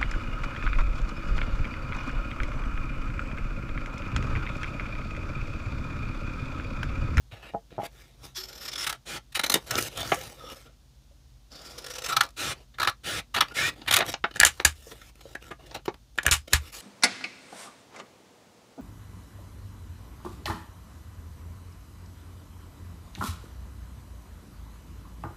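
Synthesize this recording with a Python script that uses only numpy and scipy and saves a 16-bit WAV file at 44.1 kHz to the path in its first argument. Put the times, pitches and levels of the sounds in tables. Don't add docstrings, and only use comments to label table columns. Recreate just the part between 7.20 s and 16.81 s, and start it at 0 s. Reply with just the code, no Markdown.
import sys
import numpy as np
from scipy import signal
from scipy.fft import rfft, irfft
from scipy.io import wavfile
from scipy.ndimage import uniform_filter1d

SR = 44100
rng = np.random.default_rng(int(sys.argv[2]) if len(sys.argv) > 2 else 0)


def pcm_store(signal):
    levels = np.round(np.clip(np.atleast_2d(signal), -1, 1) * 32767)
    wavfile.write(sys.argv[1], SR, levels.astype(np.int16).T)


def level_to_linear(level):
    exponent = np.asarray(level, float) / 20
    return 10 ** exponent


N = 423801

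# frequency [Hz], density [dB per Hz].
AIR_SPECTRUM = [(36, -28.5), (45, -13), (70, -3.5), (90, -21.5), (130, -8.5), (170, -26.5), (240, -21),
                (400, -34), (560, -33), (2200, -41.5), (3600, -36.5), (6800, -39), (7200, -43),
                (15500, -49)]
# frequency [Hz], level [dB].
HUM_LINES = [(48.4, -57.5), (59.5, -63.5), (128, -72.5)]

# start [s], length [s], first level [dB], last level [dB], brightness [dB].
SMOOTHING = [
    (0.109, 0.29, -48.5, -74, -12.5),
    (0.222, 0.083, -51.5, -53, -12.5),
    (0.592, 0.035, -58, -49, -6),
    (0.628, 0.038, -44.5, -42, -1),
    (9.518, 0.11, -50, -47, 5),
]
# start [s], length [s], first and last level [dB], brightness [dB].
RUSTLES = [(0.506, 0.085, -58, -65, -18), (0.703, 0.12, -71, -56, -1), (0.831, 0.17, -60, -75, -3.5),
           (0.978, 0.063, -77, -50.5, -4), (1.04, 0.11, -44.5, -78, -1), (2.398, 0.079, -58.5, -57.5, -1.5),
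           (2.46, 0.13, -48, -32, -3), (2.571, 0.11, -43, -42, 5), (2.687, 0.13, -58, -43.5, 0),
           (2.765, 0.095, -43, -40.5, -3.5), (2.857, 0.069, -45, -41, 1), (2.931, 0.15, -44, -48, 0.5),
           (3.086, 0.078, -50, -60.5, 1.5), (3.165, 0.17, -56, -53, -4), (3.349, 0.12, -53.5, -65, 0),
           (3.451, 0.094, -57, -77, -16), (5.349, 0.09, -58.5, -66.5, -6.5), (6.248, 0.075, -62, -53, -7),
           (6.495, 0.047, -54, -55.5, -10), (6.55, 0.15, -53.5, -64, -7.5),
           (6.836, 0.025, -51.5, -43.5, -4), (6.865, 0.01, -32, -42.5, -4), (6.876, 0.024, -35, -34, -0.5),
           (6.909, .015, -45, -47, 2), (7.146, 0.032, -43, -50, -7), (7.31, 0.098, -57, -60.5, 2),
           (7.392, .035, -57, -62, 4), (7.545, 0.18, -66.5, -54, 5.5), (7.722, 0.18, -58.5, -59.5, 0.2),
           (7.947, 0.19, -70.5, -57.5, -1), (8.205, 0.09, -58, -57, -5), (8.384, 0.19, -61, -57, -8),
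           (8.546, 0.056, -47, -66.5, -26), (9.29, 0.039, -68, -46.5, -2), (9.401, 0.1, -57, -53.5, -0.5)]
# time [s], peak [dB], hiss [dB], length [s].
SNAPS = [(.319, -55, -30, 0.015), (.503, -44, -39, 0.009), (2.578, -23, -14, 0.012),
         (2.772, -35, -3, 0.0063), (2.801, -40, -1, 0.012), (2.848, -35, -9, 0.0073),
         (2.943, -39, 9, 0.0047), (2.507, -27, 0.5, 0.0059), (2.607, -33.5, -3, .005),
         (2.624, -29.5, 1, 0.0037), (2.93, -37.5, 0.5, 0.011), (3.297, -37, -10, 0.0089),
         (3.312, -36.5, -10, 0.017), (3.345, -41, -7, 0.0035), (5.035, -26, -4, 0.0025),
         (5.052, -37, -6, 0.0024), (5.064, -38, -9, 0.003), (5.088, -43.5, -5, 0.004),
         (5.104, -45, -7, 0.0053), (5.4, -54, -19, 0.016), (5.537, -43.5, -27, 0.02),
         (6.283, -31, -17, 0.0039), (6.318, -42, -14, 0.0061), (6.613, -34, -41, 0.014),
         (6.863, -20, -13, .003), (6.929, -27, -7, 0.0013), (7.108, -32.5, -25, 0.01),
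         (7.139, -31, -22, 0.0044), (7.71, -31.5, -35, 0.013), (7.812, -41.5, -13, 0.01),
         (7.954, -48, -8, 0.0044), (7.991, -50.5, -21.5, 0.0086), (8.223, -47, -13, 0.0046),
         (8.265, -44, -11, .004), (8.28, -49.5, -8, .005), (8.955, -46, -12, 0.0055),
         (8.007, -38, -15.5, 0.0088), (8.46, -46.5, -8, 0.014), (8.542, -26, -16, 0.017),
         (8.652, -32.5, -13, 0.012), (8.739, -40, -21, 0.009), (9.274, -33.5, -17, 0.012)]
# time [s], peak [dB].
KNOCKS = [(0.337, -25), (0.344, -19), (0.348, -9.5), (0.581, -14.5), (.589, -12.5), (0.599, -18),
          (.613, -26), (0.632, -16.5)]
# frequency [Hz], level [dB], decay time T60 [s].
PAD_MODES = [(209, -16, 0.089), (455, -18.5, 0.1), (686, -1.5, 0.043), (822, -3, 0.053), (1250, -16, .025)]
# time [s], peak [dB], frequency [Hz], T60 [s].
HOLLOW_TAPS = [(0.125, -33, 93, 0.062), (1.179, -46, 375, 0.44), (3.239, -38, 502, 0.17),
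               (3.32, -35, 523, 0.04), (3.911, -59, 576, 0.096), (6.311, -38, 1417, 0.065),
               (8.152, -37, 1660, 0.045), (7.669, -38.5, 490, 0.058), (7.723, -35.5, 470, 0.03),
               (8.055, -34, 520, 0.03), (8.313, -33, 1218, 0.045), (8.681, -20.5, 401.4, 0.075)]
# time [s], peak [dB], flap [dB], hiss [dB], length [s].
DROPS = [(2.507, -23.5, -46.5, -15, 0.023), (2.555, -17.5, -3, 3, 0.0015), (2.918, -12, -6, -30, 0.022),
         (6.807, -17, -4, -14, 0.0059), (6.939, -14, -12, -10.5, 0.0083), (7.04, -13, -11.5, -35.5, 0.018),
         (7.396, -34, -0.5, -16, 0.012), (7.4, -16.5, -10, -14.5, 0.0061), (7.408, -42, -2, -16, 0.023),
         (8.511, -37.5, -4.5, -6.5, 0.013), (8.679, -26, 1, -13.5, 0.017)]
# frequency [Hz], width [Hz], gain [dB].
SHEET_PEAKS = [(493, 58, 3.5), (1338, 32, 9.5), (3800, 840, 1), (5500, 3800, 7)]
DESK_TOP_PEAKS = [(379, 91, 1.5), (620, 240, -3), (1330, 1500, 19.5)]
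# from [s], to [s], first and last pitch [Hz], level over the rustle [dB].
HUMMING_PANELS = [(2.76, 2.87, 3440, 3570, -4), (2.77, 2.87, 1350, 1300, -24), (2.95, 3.1, 1300, 1250, -12),
                  (2.94, 3.03, 514, 527, -2), (3.19, 3.36, 1270, 1250, 4), (3.2, 3.42, 549, 542, -6),
                  (3.2, 3.34, 3480, 3460, -3), (3.2, 3.36, 5500, 5600, -3)]

# time [s], blades meeting at 0 (pivot) to 1 (tips), crispness of the taut edge [dB].
CUT_REACH = [(1.15, 0.046, 3), (1.619, 0.14, -1.5), (1.69, 0.63, -4), (2.15, 0.56, -1.5), (2.34, 0.5, 2.5),
             (4.3, 0.051, 3.5), (4.86, 0.4, -1), (4.93, 1, -6), (5.6, 0.93, -10.5), (6.2, 0.75, -12),
             (6.762, 0.47, -4.5), (6.82, 0.67, -20)]
# start [s], length [s], first and last level [dB], sheet stiffness [dB].
CUTS = [(1.14, 0.11, -73, -53, -3), (1.252, 0.5, -57, -51.5, -6), (2.165, 0.21, -77, -49.5, -44),
        (4.3, 0.6, -57, -54.5, -11.5), (4.873, 0.22, -37, -59.5, -5), (5.575, 0.112, -54, -43.5, -23),
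        (6.153, 0.037, -27, -39.5, -13.5), (6.639, 0.18, -62, -28, -11)]
# centre [s], level [dB], length [s].
SLOW_JERKS = [(1.1768, -41, 0.038), (1.213, -48.5, 0.022), (1.24, -45.5, 0.0095), (1.257, -51, .007),
              (1.293, -48, 0.016), (1.3318, -46, 0.0065), (1.358, -48.5, .011), (1.382, -49, 0.01),
              (1.429, -45, 0.037), (1.459, -42, 0.014), (1.4866, -38.5, 0.014), (1.521, -43, 0.011),
              (1.536, -39, 0.012), (1.5606, -36.5, 0.0095), (1.587, -36.5, 0.016), (1.599, -37, .005),
              (1.615, -36, 0.018), (1.632, -37, 0.0086), (1.645, -34, 0.013), (1.673, -26.5, 0.012),
              (1.7, -28, 0.012), (1.729, -31, 0.0044), (4.36, -53.5, 0.012), (4.419, -52, .008),
              (4.464, -50.5, 0.031), (4.512, -53, 0.027), (4.587, -42, 0.012), (4.623, -51.5, 0.0067),
              (4.646, -42, 0.0066), (4.6678, -39.5, 0.008), (4.686, -47, .006), (4.71, -41, 0.018),
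              (4.741, -44.5, 0.009), (4.761, -42, 0.017), (4.7877, -37.5, 0.0094), (4.823, -39, 0.0055),
              (4.847, -37, 0.014), (4.866, -35, 0.011), (4.905, -34, 0.023), (4.93, -29, 0.013),
              (4.9698, -15, 0.008), (5.011, -11.5, 0.0062)]
# centre [s], level [dB], length [s], brightness [dB].
QUICK_JERKS = [(2.127, -51, 0.0093, 1), (2.1584, -28, 0.017, -1), (2.174, -33, 0.0059, -3),
               (2.197, -24, 0.0064, -3), (2.215, -42.5, .004, 2.5), (2.242, -25.5, 0.011, -2.5),
               (2.2657, -33.5, 0.006, 3.5), (2.28, -46.5, 0.0021, 3.5), (2.301, -23.5, 0.0056, 3.5),
               (2.323, -28.5, 0.0094, 1), (2.343, -17, 0.0042, 2.5), (5.587, -31, 0.0049, -1.5),
               (5.603, -24.5, 0.0082, 3), (5.619, -22.5, 0.0065, -1), (5.633, -23.5, 0.0086, 3.5),
               (5.651, -26.5, 0.0078, 2), (5.676, -16, 0.0053, 1.5), (5.687, -24, 0.011, -2),
               (6.15, -24.5, 0.012, 3.5), (6.168, -23.5, 0.012, 0.5), (6.179, -25.5, 0.0062, -6),
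               (6.187, -25.5, .005, 0.5), (6.21, -12.5, 0.0058, 4), (6.664, -39.5, 0.0039, -9.5),
               (6.686, -24, 0.018, -6.5), (6.713, -15.5, 0.0059, -1.5), (6.7286, -18.5, 0.0081, 0),
               (6.742, -14.5, 0.008, 3), (6.762, -15, 0.0027, -2), (6.7674, -14, 0.0028, 8),
               (6.775, -19.5, 0.0079, 0), (6.79, -25, 0.0049, 11), (6.808, -16, 0.0039, -9),
               (6.826, -26, 0.005, -12)]
# time [s], peak [dB], flap [dB], hiss [dB], length [s].
SHUTS = [(2.345, -17.5, -10.5, -13.5, 0.015), (4.884, -37, -23.5, 1, 0.009),
         (5.027, -28.5, -8, -13.5, 0.018), (5.694, -29, -20.5, -4, 0.0065), (6.211, -13.5, -19, -25, 0.015),
         (6.815, -44, -3, -53, 0.016)]
# start [s], length [s], level [dB].
OPENINGS = [(1.852, 0.12, -40.5), (5.161, .16, -34.5), (5.832, 0.16, -36), (6.338, 0.15, -32.5)]
# frequency [Hz], width [Hz], gain [dB].
PIVOT_PEAKS = [(1360, 340, 10), (3426, 300, 9), (4370, 480, 2), (5150, 640, 23), (5780, 280, 4),
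               (7210, 680, 8), (503, 79, 4), (13100, 140, 1.5)]
HALFWAY_PEAKS = [(1810, 2000, 11), (3820, 660, 6), (6230, 2500, 2.5), (9700, 1100, 4.5)]
TIP_PEAKS = [(1090, 470, 16), (1300, 130, 13), (1650, 130, 5), (2370, 33, 8), (4050, 600, 15.5),
             (5700, 490, 7.5)]
OPEN_PEAKS = [(1330, 52, 8), (1635, 500, 7.5), (2214, 35, -3), (2460, 140, 5), (3400, 500, 6.5),
              (4080, 850, 3.5), (5630, 790, 2), (13400, 9700, -12)]
# from [s], to [s], first and last pitch [Hz], level over cut [dB].
SINGING_BLADES = [(1.18, 1.653, 5380, 5290, -3), (1.15, 1.28, 4350, 4300, -4),
                  (1.155, 1.5, 12460, 12700, -7.5), (1.53, 2, 11000, 6000, -14.5),
                  (2.14, 2.338, 3850, 4200, -1.5), (2.228, 2.333, 6000, 6200, -3.5),
                  (4.3, 4.457, 4400, 4800, -2), (4.441, 4.88, 4500, 6400, -5),
                  (4.707, 4.88, 5770, 5300, -4.5), (4.8, 4.93, 7550, 7600, -9),
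                  (4.5, 4.861, 490, 500, -4.5), (4.399, 4.897, 1380, 1330, -8.5),
                  (4.885, 4.955, 1380, 1300, 1.5), (6.345, 6.5, 2000, 2550, 0.5),
                  (6.36, 6.5, 1700, 1900, -2), (6.14, 6.2, 3000, 5200, -9), (2.33, 2.38, 7300, 3400, -9),
                  (5.6, 5.67, 4150, 3200, -16)]

# time [s], peak [dB], hiss [dB], length [s].
CRACKS = [(7.158, -25.5, -13, .006), (7.168, -24, -14, 0.0035), (9.053, -26, -21.5, 0.0063),
          (7.194, -19, -20, 0.0048), (7.2, -4, 2, 0.0025), (7.21, -1, -30, 0.005), (7.231, 2, -19, 0.0047),
          (7.249, -6, 2, 0.0038), (7.448, -2, -5, 0.0066), (8.149, -26.5, -18.5, 0.0082),
          (8.305, -32.5, -21, 0.021), (8.977, -28, -9, 0.0035), (8.984, -11.5, -25, 0.0055),
          (9.03, -33, -2.5, 0.0072), (9.044, -38, -20, 0.013), (9.064, -4, -8, 0.0026),
          (9.079, -9, -25, 0.0045), (9.088, -17, -20, 0.0036), (9.111, -11.5, 2, 0.0039),
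          (9.331, -3, -7.5, 0.0067)]
# time [s], peak [dB], flap [dB], hiss [dB], length [s].
CRUNCHES = [(7.254, -21, -18, -1, .008), (7.261, -16.5, -18, -1.5, 0.029),
            (7.456, -25.5, -14.5, -0.5, 0.044), (9.052, -34.5, 1, -30, 0.045), (9.116, -17, -20, 0, .01),
            (9.121, -16.5, -25, -4, 0.012), (9.125, -21, -25, 0.5, 0.039), (9.325, -31, 1, -9, 0.012),
            (9.34, -19, -26, -4, 0.032)]
# frequency [Hz], width [Hz], gain [dB].
SHELL_PEAKS = [(1670, 180, 15), (2380, 2200, 6.5), (7140, 1100, 6), (7850, 660, -0.5)]
DIE_PEAKS = [(1250, 330, 3), (3230, 4700, 9.5), (7500, 1700, 8.5), (9900, 500, 6.5)]
# time [s], peak [dB].
THUDS = [(7.211, -28.5), (7.247, -32), (7.453, -22.5), (9.066, -21), (9.114, -19.5), (9.337, -15)]
# time [s], peak [dB].
HANDLE_KNOCK = (7.041, -19)
LEVER_RETURN = (9.333, -21)
# frequency [Hz], level [dB], T60 [s].
DESK_MODES = [(74.9, -2, .25), (60.6, -12, 0.26), (122, -13, 0.2)]
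HANDLE_MODES = [(837, -4.5, 0.07), (1314, -0.5, 0.051), (1670, -3, 0.041), (2595, -13, .05)]
SPRING_MODES = [(5071, -49, .35)]
LEVER_MODES = [(2170, 0, 0.051)]

TOP_HZ = 15500


def air():
    hz = np.maximum(np.arange(N // 2 + 1) * SR / N, 1)
    points = np.array(AIR_SPECTRUM)
    density_db = np.interp(np.log(hz), np.log(points[:, 0]), points[:, 1])
    hiss = irfft(rfft(rng.standard_normal(N)) * level_to_linear(density_db), N)
    t = np.arange(N) / SR
    hum = sum(np.sqrt(2) * level_to_linear(db) * np.sin(2 * np.pi * line_hz * t) for line_hz, db in HUM_LINES)
    return level_to_linear(-58) * hiss / hiss.std() + hum


def band(x, low_hz, high_hz, order=3):
    return signal.sosfilt(signal.butter(order, [low_hz, high_hz], "band", fs=SR, output="sos"), x)


def low_pass(x, cutoff_hz):
    return signal.sosfilt(signal.butter(2, cutoff_hz, fs=SR, output="sos"), x)


def one_pole(x, corner_hz):
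    return signal.lfilter([1], [1, -np.exp(-2 * np.pi * corner_hz / SR)], x)


def strokes(rows, attack_s, release_s):
    out = np.zeros((3, N))
    for s, length, first_db, last_db, first_bright_db, last_bright_db in rows:
        at = int(s * SR)
        age = np.arange(min(int((length + release_s) * SR), N - at)) / SR
        edge = np.clip(np.minimum(age / attack_s, (length + release_s - age) / release_s), 0, 1)
        level = first_db + (last_db - first_db) * age / length
        bright = first_bright_db + (last_bright_db - first_bright_db) * age / length
        flap = level - 0.4 * bright
        out[:, at:at + len(age)] += edge * level_to_linear([flap, level, level + bright])
    return out


def even_strokes(rows, attack_s, release_s):
    return strokes([(*row, row[-1]) for row in rows], attack_s, release_s)


def bursts(rows, rise, body_db):
    out = np.zeros((3, N))
    for s, peak_db, flap_db, hiss_db, length in rows:
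        at = int(s * SR)
        age = np.arange(int(5 * length * SR)) / (length * SR)
        shape = np.minimum(age / rise, 1) * np.exp(-2.3 * np.maximum(age - rise, 0))
        gains = level_to_linear(peak_db + np.array([flap_db, body_db, hiss_db]))
        out[:, at:at + len(age)] += gains[:, None] * shape[:N - at]
    return out


def with_flap(rows, flap_db, share):
    return [(s, db, flap_db - (1 - share) * db, hiss_db, length) for s, db, hiss_db, length in rows]


def wandering(wander_db):
    frames, size = N // 256 + 2, 512
    field = rng.standard_normal((frames, size // 2 + 1))
    for _ in range(2):
        field = uniform_filter1d(uniform_filter1d(field, size=9, axis=0), size=3, axis=1)
    spectra = rfft(rng.standard_normal((2, frames, size))) * level_to_linear(wander_db * field / field.std())
    pieces = irfft(spectra) * np.sin(np.pi * np.arange(size) / size)
    joined = pieces[:, 1:, :size // 2] + pieces[:, :-1, size // 2:]
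    noise = joined.reshape(2, -1)[:, :N]
    return noise[[0, 1, 0]] / noise.std()


def grainy(noise, grain_db, grain_hz):
    fibres_per_s, fibre_db, fibre_s = 120, -4, 0.0006
    flicker = one_pole(rng.standard_normal(N), grain_hz)
    tears = (rng.random(N) < fibres_per_s / SR) * rng.exponential(level_to_linear(fibre_db), N)
    ticks = signal.lfilter([1], [1, -np.exp(-1 / (fibre_s * SR))], tears)
    gain = level_to_linear(grain_db * flicker / flicker.std()) * (1 + ticks)
    return noise * gain / np.sqrt(np.mean(gain ** 2))


def resonate(x, body):
    for hz, width, db in body:
        w, r = 2 * np.pi * hz / SR, np.pi * width / SR
        x = signal.lfilter([1 + r * level_to_linear(db), -2 * np.cos(w), 1 - r * level_to_linear(db)], [1 + r, -2 * np.cos(w), 1 - r], x)
    return x


def sounded(gains, noise, body, top_hz):
    click = np.eye(1, 4096)[0]
    ranges = [(150, 754), (800, 3510), (3500, min(top_hz, .45 * SR))]
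    busy = np.flatnonzero(np.sum(gains, axis=0))
    now = slice(busy[0], busy[-1] + SR // 10)
    drive = 0
    for g, n, limits in zip(gains, noise, ranges):
        energy = np.linalg.norm(resonate(band(click, *limits), body))
        drive = drive + band(g[now] * n[now] + 1e-18, *limits) / energy
    out = np.zeros(N)
    out[now] = resonate(drive, body)
    return out


def struck(rows, modes, soft_hz, spread_db):
    out, rows = np.zeros(N), np.array(rows)
    chance = rng.normal(0, 1, (len(rows), len(modes)))
    for (hz, db, t60), luck in zip(modes, chance.T):
        clicks = np.full(N, 1e-18)
        clicks[(rows[:, 0] * SR).astype(int)] = level_to_linear(rows[:, 1] + db + spread_db * luck)
        r, w = level_to_linear(-60 / (t60 * SR)), 2 * np.pi * hz / SR
        out += signal.lfilter([0, np.sin(w)], [1, -2 * r * np.cos(w), r * r], clicks)
    return low_pass(out, soft_hz)


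def singing(modes, gain, noise):
    out = np.zeros(N)
    for start, end, first_hz, last_hz, db in modes:
        now = slice(int(start * SR), int(end * SR))
        age = np.arange(now.stop - now.start) / SR
        slow = low_pass(noise[:2, now], 0.06 * first_hz / 2)
        phase = 2 * np.pi * np.cumsum(np.linspace(first_hz, last_hz, len(age))) / SR
        fade = np.clip(np.minimum(age, age[-1] - age) / 0.025, 0, 1)
        tone = (slow[0] * np.cos(phase) + slow[1] * np.sin(phase)) / slow.std()
        out[now] += level_to_linear(db) * fade * gain[now] * tone
    return out


def rumble(gain, rumble_db):
    shake = band(rng.standard_normal(N), 45, 130)
    return level_to_linear(rumble_db) * uniform_filter1d(gain, 1500) * shake / shake.std()


def paper():
    slides = even_strokes(RUSTLES, 0.012, 0.01) * level_to_linear([[-3.0], [0], [-1.5]])
    rubs = even_strokes(SMOOTHING, 0.013, 0.0049) * level_to_linear([[-6.0], [0], [-1.5]])
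    snaps = bursts(with_flap(SNAPS, flap_db=-27.5, share=0.64), rise=0.5, body_db=-9.5)
    fibres = grainy(wandering(3.2), 1.7, 49)
    rustle = sounded(slides + snaps, fibres, SHEET_PEAKS, TOP_HZ)
    rustle += sounded(rubs, fibres, [(2700, 8200, 6.6)], TOP_HZ)
    hum = singing(HUMMING_PANELS, slides[1], fibres[:, ::-1])
    drops = sounded(bursts(DROPS, rise=0.063, body_db=-6.5), rng.standard_normal((3, N)), DESK_TOP_PEAKS, 6500)
    knocks = struck(KNOCKS, PAD_MODES, 970, spread_db=1.5) * level_to_linear(-9)
    taps = np.zeros(N)
    for s, db, hz, t60 in HOLLOW_TAPS:
        taps += struck([(s, db), (s + 0.00899, db - 7.5)], [(hz, 0, t60)], 3000, 0)
    return rustle + hum + drops + knocks + taps + rumble(slides[0], -3.0)


def jerks(rows):
    out = np.zeros((2, N))
    for s, db, length, bright_db in rows:
        age = np.arange(-int(1.5 * length * SR), int(3.5 * length * SR))
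        far = 2 * age / (length * SR)
        steepness = np.where(far < 0, 3.5, 1.6)
        shape = np.exp(-.6 * np.abs(far) ** steepness)
        out[:, int(s * SR) + age] += level_to_linear([[db], [db + bright_db]]) * shape
    return out


def scissors():
    s, reach, crisp_db = np.transpose(CUT_REACH)
    t = np.arange(N) / SR
    reach = np.clip(np.interp(t, s, reach), 0, 1)
    crisp = level_to_linear(np.interp(t, s, crisp_db))
    flap, drag, _ = even_strokes(CUTS, 0.023, 0.017)
    jerk, bright_jerk = jerks([(*row, 0) for row in SLOW_JERKS] + QUICK_JERKS)
    friction = np.hypot(drag, jerk)
    flap = flap * np.hypot(level_to_linear(-4.0), level_to_linear(-23.5) * jerk / (drag + 1e-9))
    hiss = crisp * np.hypot(level_to_linear(-2.0) * drag, bright_jerk)
    gains = bursts(SHUTS, rise=0.76, body_db=-7.5) + [flap, friction, hiss]

    tip_noise, pivot_noise = wandering(2.0), wandering(2.0)
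    at_tips = np.sqrt(np.clip(2 * reach - 1, 0, 1))
    at_pivot = np.sqrt(np.clip(1 - 2 * reach, 0, 1))
    halfway = np.sqrt(1 - np.abs(2 * reach - 1))
    cut = sounded(gains * at_tips, grainy(tip_noise, 1.0, 200), TIP_PEAKS, TOP_HZ)
    cut += sounded(gains * at_pivot, grainy(pivot_noise, 0.95, 200), PIVOT_PEAKS, TOP_HZ)
    cut += sounded(gains * halfway, pivot_noise[:, ::-1], HALFWAY_PEAKS, TOP_HZ)

    opening = [(s, length, db, db + 1, 0, -3.5) for s, length, db in OPENINGS]
    _, body, hiss = strokes(opening, 0.043, 0.02)
    slide = sounded([level_to_linear(-7.5) * body, body, hiss], tip_noise, OPEN_PEAKS, TOP_HZ)
    sing = singing(SINGING_BLADES, friction + body, pivot_noise[:, ::-1])
    return cut + sing + slide + rumble(body, -11.5) + rumble(jerk, -19.5)


def handle():
    return struck([HANDLE_KNOCK], HANDLE_MODES, 6000, 0)


def punch():
    noise = rng.standard_normal((3, N))
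    crack_gains = bursts(with_flap(CRACKS, flap_db=-26.5, share=0.39), rise=0.48, body_db=-5.5)
    cracks = sounded(crack_gains, noise, SHELL_PEAKS, 12500)
    crunch_gains = bursts(CRUNCHES, rise=0.049, body_db=-0.5)
    crunch = sounded(crunch_gains, grainy(noise[:, ::-1], 2.2, 150), DIE_PEAKS, TOP_HZ)
    return cracks + crunch + struck([(9.113, 0)], SPRING_MODES, 9000, 0)


def desk_thuds():
    return struck(THUDS, DESK_MODES, 290, 1.5)


def lever():
    return struck([LEVER_RETURN], LEVER_MODES, 6000, 0)


def room(x):
    t60_s, tail_db, wall_cut_hz = 0.11, -13, 4400
    age = np.arange(int(.3 * SR)) / SR
    tail = rng.standard_normal(len(age)) * level_to_linear(-60 * age / t60_s) * np.clip(age / 0.0009, 0, 1)
    tail = one_pole(tail, wall_cut_hz)
    return x + signal.fftconvolve(x, level_to_linear(tail_db) * tail / np.linalg.norm(tail))[:N]


def scene():
    in_room = room(paper() + scissors() + punch())
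    return (air() + in_room + handle() + desk_thuds() + lever())[None]


def band_limit(x):
    return signal.sosfilt(signal.butter(12, 16790, fs=SR, output="sos"), x)


def record(dry):
    ceiling = 0.95
    firm = signal.sosfilt(signal.butter(3, 40, "high", fs=SR, output="sos"), dry)
    cut = signal.sosfilt(signal.cheby2(10, 32, 15850, fs=SR, output="sos"), firm)
    mix = ceiling * np.tanh(cut / ceiling)
    return band_limit(mix)


dry = scene()
out = record(dry)
pcm_store(out)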